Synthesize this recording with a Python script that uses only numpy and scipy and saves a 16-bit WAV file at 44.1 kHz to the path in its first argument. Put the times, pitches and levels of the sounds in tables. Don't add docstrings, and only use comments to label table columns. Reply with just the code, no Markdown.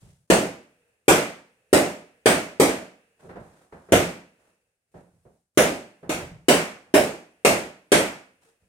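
import sys
import numpy as np
from scipy import signal
from scipy.fft import rfft, irfft
from scipy.io import wavfile
from scipy.ndimage import uniform_filter1d

SR = 44100
rng = np.random.default_rng(int(sys.argv[2]) if len(sys.argv) > 2 else 0)


def to_wav(s):
    ch = np.atleast_2d(s).T
    pcm = np.round(np.clip(ch, -1, 1) * 32767)
    wavfile.write(sys.argv[1], SR, pcm.astype(np.int16))


N = 382788
LENGTH = 32768
T = np.arange(LENGTH) / SR
HZ = np.fft.rfftfreq(LENGTH, 1 / SR)
LEFT_RIGHT = np.array([[1], [-1]])
PORT_GAP_S, RIGHT_LAG_S = .00034, .00028


def undb(db):
    return 10 ** (np.asarray(db) / 20)


def curve(points, hz):
    at, value = np.transpose(points)
    return np.interp(np.log(hz + 1), np.log(at), value)


def fade(t, t60):
    return np.exp(-np.log(1000) * t / t60)


def add(out, s, sound):
    i = max(int(s * SR), 0)
    out[:, i:i + sound.shape[1]] += sound[:, :N - i]


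def tone(bass_db, mid_db, treble_db):
    points = [(140, bass_db), (300, 0), (600, 0), (1300, mid_db), (2800, mid_db), (6500, treble_db)]
    return undb(curve(points, HZ))


def resonances(modes, hz):
    return undb(sum(db / (1 + (2 * (hz - centre) / width) ** 2) for centre, width, db in modes))


# f/Hz, left minus right/dB
STEREO_TILT = [(60, -2.5), (200, 0), (380, 0), (650, -5.5), (1300, -.5), (2400, -0.5), (4400, 0), (8100, 2),
               (14000, 6.5)]
def diffuse(colour, size=LENGTH):
    hz = np.fft.rfftfreq(size, 1 / SR)
    mid, side = rfft(rng.standard_normal((2, size)))
    alike = .96 * np.sinc(2 * hz * PORT_GAP_S)
    pair = mid * np.sqrt((1 + alike) / 2) + LEFT_RIGHT * side * np.sqrt((1 - alike) / 2)
    balance = undb(LEFT_RIGHT * curve(STEREO_TILT, hz) / 2)
    gain = undb(curve(colour, hz))
    return pair * balance * gain / np.sqrt(np.mean(gain ** 2))


# f/Hz, relative level/dB
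ROOM_TONE_COLOUR = [(25, -14.5), (60, -3), (130, 0.5), (280, -9), (550, -7.5), (1000, -17), (1600, -14),
                    (3200, -20), (6500, -16.5), (9200, -11.5), (11500, -21), (16000, -28.5)]
def room_tone():
    return undb(-75.5) * irfft(diffuse(ROOM_TONE_COLOUR, 2 * N))[:, :N]


# f/Hz, relative level/dB
RING_COLOUR = [(30, -16.5), (170, -6.5), (290, -9), (480, 1.5), (1050, -13), (1700, -3.5), (2700, -9.5),
               (4000, -21), (7000, -25), (9200, -15), (11000, -28), (16000, -28.5)]
# f/Hz, width/Hz, boost/dB
RING_MODES = [(482, 80, 4.5), (2620, 390, 8.5)]
def lingering_ring():
    size = 2 * LENGTH
    modes = resonances(RING_MODES, np.fft.rfftfreq(size, 1 / SR))
    return irfft(diffuse(RING_COLOUR, size) * modes) * fade(np.arange(size) / SR, t60=3.2)


# f/Hz, width/Hz, boost/dB
BOOTH_MODES = [(175, 26, 4.5), (278, 36, 3.5), (366, 20, 3.5), (470, 26, 2.5), (598.4, 48, 2.5)]
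def boxiness():
    return resonances(BOOTH_MODES, HZ)


# f/Hz, t60/s
BOOTH_DECAY = [(40, 0.38), (200, 0.46), (450, 0.39), (1000, .45), (2400, 0.44), (4500, 0.43), (9000, 0.36),
               (16000, 0.33)]
def booth_echo(spectrum, hold_s, rise_s):
    out = 0
    decay_time = np.hypot(T, hold_s) - hold_s
    centres = [hz for hz, _ in BOOTH_DECAY]
    for (hz, t60), weights in zip(BOOTH_DECAY, np.eye(len(centres))):
        band = curve(list(zip(centres, weights)), HZ)
        build_up = 1 - np.exp(-T / (rise_s + 2 / (hz + 200)))
        out = out + irfft(spectrum * band) * fade(decay_time, t60) * build_up
    return out


# f/Hz, relative level/dB
CONTACT_COLOUR = [(25, -20.5), (60, -2.5), (110, -1), (170, 1.5), (270, -7), (450, -2.5), (720, -5),
                  (1100, -13), (1700, -15.5), (3200, -33.5), (9000, -36.5), (16000, -49.5)]
def contact(eq):
    return booth_echo(diffuse(CONTACT_COLOUR) * eq * boxiness(), hold_s=.008, rise_s=.00081)


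def air_swing(hz, rise_s, decay_s):
    t = np.maximum(T - np.array([[0], [RIGHT_LAG_S]]), 0)
    swell = (1 - np.exp(-t / rise_s)) ** 2 * np.exp(-t / decay_s)
    return np.sin(2 * np.pi * hz * t) * swell / swell.max()


# t/s, level/dB, f/Hz
HUMS = [(.85, -66, 475.5), (8.448, -62.5, 458.5)]
def balloon_hums():
    out = np.zeros((2, N))
    for s, db, hz in HUMS:
        add(out, s, undb(db) * air_swing(hz, rise_s=.025, decay_s=.035))
    return out


def stroke(length_s, attack_s=.014, slips_per_s=200, slip_db=1.5):
    slips = undb(slip_db * np.interp(T * slips_per_s, np.arange(LENGTH), rng.standard_normal(LENGTH)))
    return slips * np.minimum(T / attack_s, 1) * fade(np.maximum(T - length_s, 0), t60=.42)


# f/Hz, relative level/dB
RUB_COLOUR = [(300, -8), (1500, -0.5), (3000, -1), (4500, -3.5), (7000, -1), (9300, 1), (11000, -8),
              (16000, -18)]
# t/s, length/s, hiss level/dB, drumming level/dB
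RUBS = [(0, 0.11, -65, -84), (3.189, 0.085, -67.5, -59.5), (3.39, .24, -68.5, -61.5),
        (3.71, 0.21, -71.5, -63), (4.38, 0.13, -75.5, -69), (4.94, .05, -71, -60), (8.41, .07, -67.5, -68)]
def latex_rubs():
    out = np.zeros((2, N))
    skin = tone(bass_db=-6.5, mid_db=6, treble_db=0) * boxiness()
    for s, length_s, hiss_db, drum_db in RUBS:
        hiss = undb(hiss_db) * diffuse(RUB_COLOUR)
        drumming = undb(drum_db) * diffuse(CONTACT_COLOUR) * skin
        add(out, s, irfft(hiss + drumming) * stroke(length_s))
    return out


# t/s, level before EQ/dB
THUDS = [(0.016, -60), (0.058, -62.5), (3.37, -59), (5.13, -71.5), (6.139, -51), (6.218, -52.5),
         (6.31, -53.5), (8.62, -76)]
def boot_thuds():
    out = np.zeros((2, N))
    for s, db in THUDS:
        add(out, s, undb(db) * contact(tone(bass_db=17, mid_db=-5, treble_db=-6)))
    return out


# t/s, level/dB, hardness as lift of mids and treble/dB
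BUMPS = [(3.224, -52.5, -3), (3.242, -46.5, -15.5), (3.291, -41.5, 3), (3.355, -39, -0.5),
         (3.722, -44, 2.5), (3.886, -45.5, 2), (4.94, -44, -5.5), (5.25, -52.5, -6.5), (6.028, -41, -3.5),
         (6.862, -58.5, 3)]
def balloon_bumps():
    out = np.zeros((2, N))
    ring = undb(-1.5) * air_swing(hz=410, rise_s=.004, decay_s=.009)
    for s, db, hard_db in BUMPS:
        knock = contact(tone(bass_db=-.5, mid_db=hard_db, treble_db=hard_db - 7.5))
        add(out, s, undb(db) * (ring + knock))
    return out


def slaps(count, span_s, width_s):
    out = np.zeros((2, LENGTH))
    early = slice(LENGTH // 8)
    for when, angle, size in rng.random((count, 3)):
        arrival_s = .002 + when * span_s + LEFT_RIGHT * (angle - .5) * PORT_GAP_S
        t = (T[early] - arrival_s) / width_s
        pulse = -t * np.exp((1 - t ** 2) / 2)
        out[:, early] += size * (1 - when / 2) * pulse
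    return out


def with_rebounds(swing, delays_s, db):
    out = swing.copy()
    for delay_s in delays_s:
        lag = int(delay_s * rng.uniform(.8, 1.2) * SR)
        out[:, lag:] += undb(db) * swing[:, :-lag].mean(axis=0)
    return out


def tear_colour(length_s, depth_db):
    wiggle = rfft(rng.standard_normal(LENGTH) * np.exp(-(T / length_s) ** 2)).real
    humps = np.minimum(wiggle / wiggle.std(), .8)
    gain = undb(depth_db * humps * HZ / (HZ + 1200))
    return gain / np.sqrt(np.mean(gain ** 2))


def crack(spectrum, rise_s, decay_s):
    low_cut = HZ / (HZ + 1500)
    snap = irfft(spectrum[0] * low_cut) * (1 - np.exp(-T / rise_s)) * np.exp(-T / decay_s)
    return np.array([snap, np.interp(T - RIGHT_LAG_S, T, snap, left=0)])


# f/Hz, relative level/dB
POP_COLOUR = [(25, -33), (55, -13), (110, -11), (180, -4.5), (290, -2), (610, 0.5), (760, -5), (1050, -12),
              (2300, -10), (3800, -20.5), (6800, -17), (8900, -14.5), (10500, -24), (12200, -24),
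              (16000, -33)]
# t/s, level/dB, air swing f/Hz, bass/dB, brightness/dB
POPS = [(0.3006, -11, 360, 0.5, -0.8), (1.0805, -11, 416, -0.5, 3.5), (1.7287, -10, 423, -2, -2),
        (2.2579, -12, 415, -1, 2.2), (2.5981, -11.5, 423, -2, -0.4), (3.9208, -13, 335, 5.5, 1.7),
        (5.5734, -11.5, 364, 0, 0.44), (6.0931, -24, 336, -4, 3), (6.4835, -13, 373, 1, 4.8),
        (6.9397, -12, 344, -3, -1.3), (7.448, -12.5, 428, 0.5, 2), (7.918, -13, 395, 0, 3.9)]
def balloon_pops():
    out = np.zeros((2, N))
    pan = undb(LEFT_RIGHT * .02)
    early_window = (1 - np.exp(-T / .002)) * np.exp(-(T / .07) ** 2)
    for s, db, hz, bass_db, bright_db in POPS:
        eq = tone(bass_db, mid_db=bright_db, treble_db=.65 * bright_db - 2.02)
        colour = eq * boxiness() * resonances([(hz, 130, 1.5)], HZ)
        field = diffuse(POP_COLOUR) * colour
        echo = booth_echo(field, hold_s=.03, rise_s=.0015)
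        tear = tear_colour(length_s=.0022, depth_db=5.5)
        echo += irfft(field * (tear - 1)) * early_window
        echo += undb(2.5) * slaps(count=12, span_s=.05, width_s=.00009)
        snap = undb(3.5) * crack(diffuse(POP_COLOUR) * colour * tear, rise_s=.001, decay_s=.003)
        add(out, s, undb(db) * (echo + snap) * pan)
        swing = undb(db + 8.5) * air_swing(hz, rise_s=.0018, decay_s=.87 / hz)
        add(out, s, with_rebounds(swing, delays_s=(.009, .019), db=-11))
        add(out, s, undb(db - 51) * lingering_ring())
    return out


def scene():
    return balloon_pops() + balloon_bumps() + boot_thuds() + latex_rubs() + balloon_hums() + room_tone()


def suppress(x, knee_db, depth_db):
    power = np.maximum(uniform_filter1d(np.mean(x ** 2, axis=0), size=2205), 0)
    return x * undb(depth_db / (1 + (power / undb(knee_db) ** 2) ** 2))


def record(dry):
    hushed = suppress(dry, knee_db=-74, depth_db=-18)
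    ceiling, top_hz = 1.05, 15900
    rounded = hushed / (1 + (hushed / ceiling) ** 4) ** (1 / 4)
    return signal.sosfilt(signal.ellip(10, .2, 80, top_hz, fs=SR, output="sos"), rounded)


dry = scene()
out = record(dry)
to_wav(out)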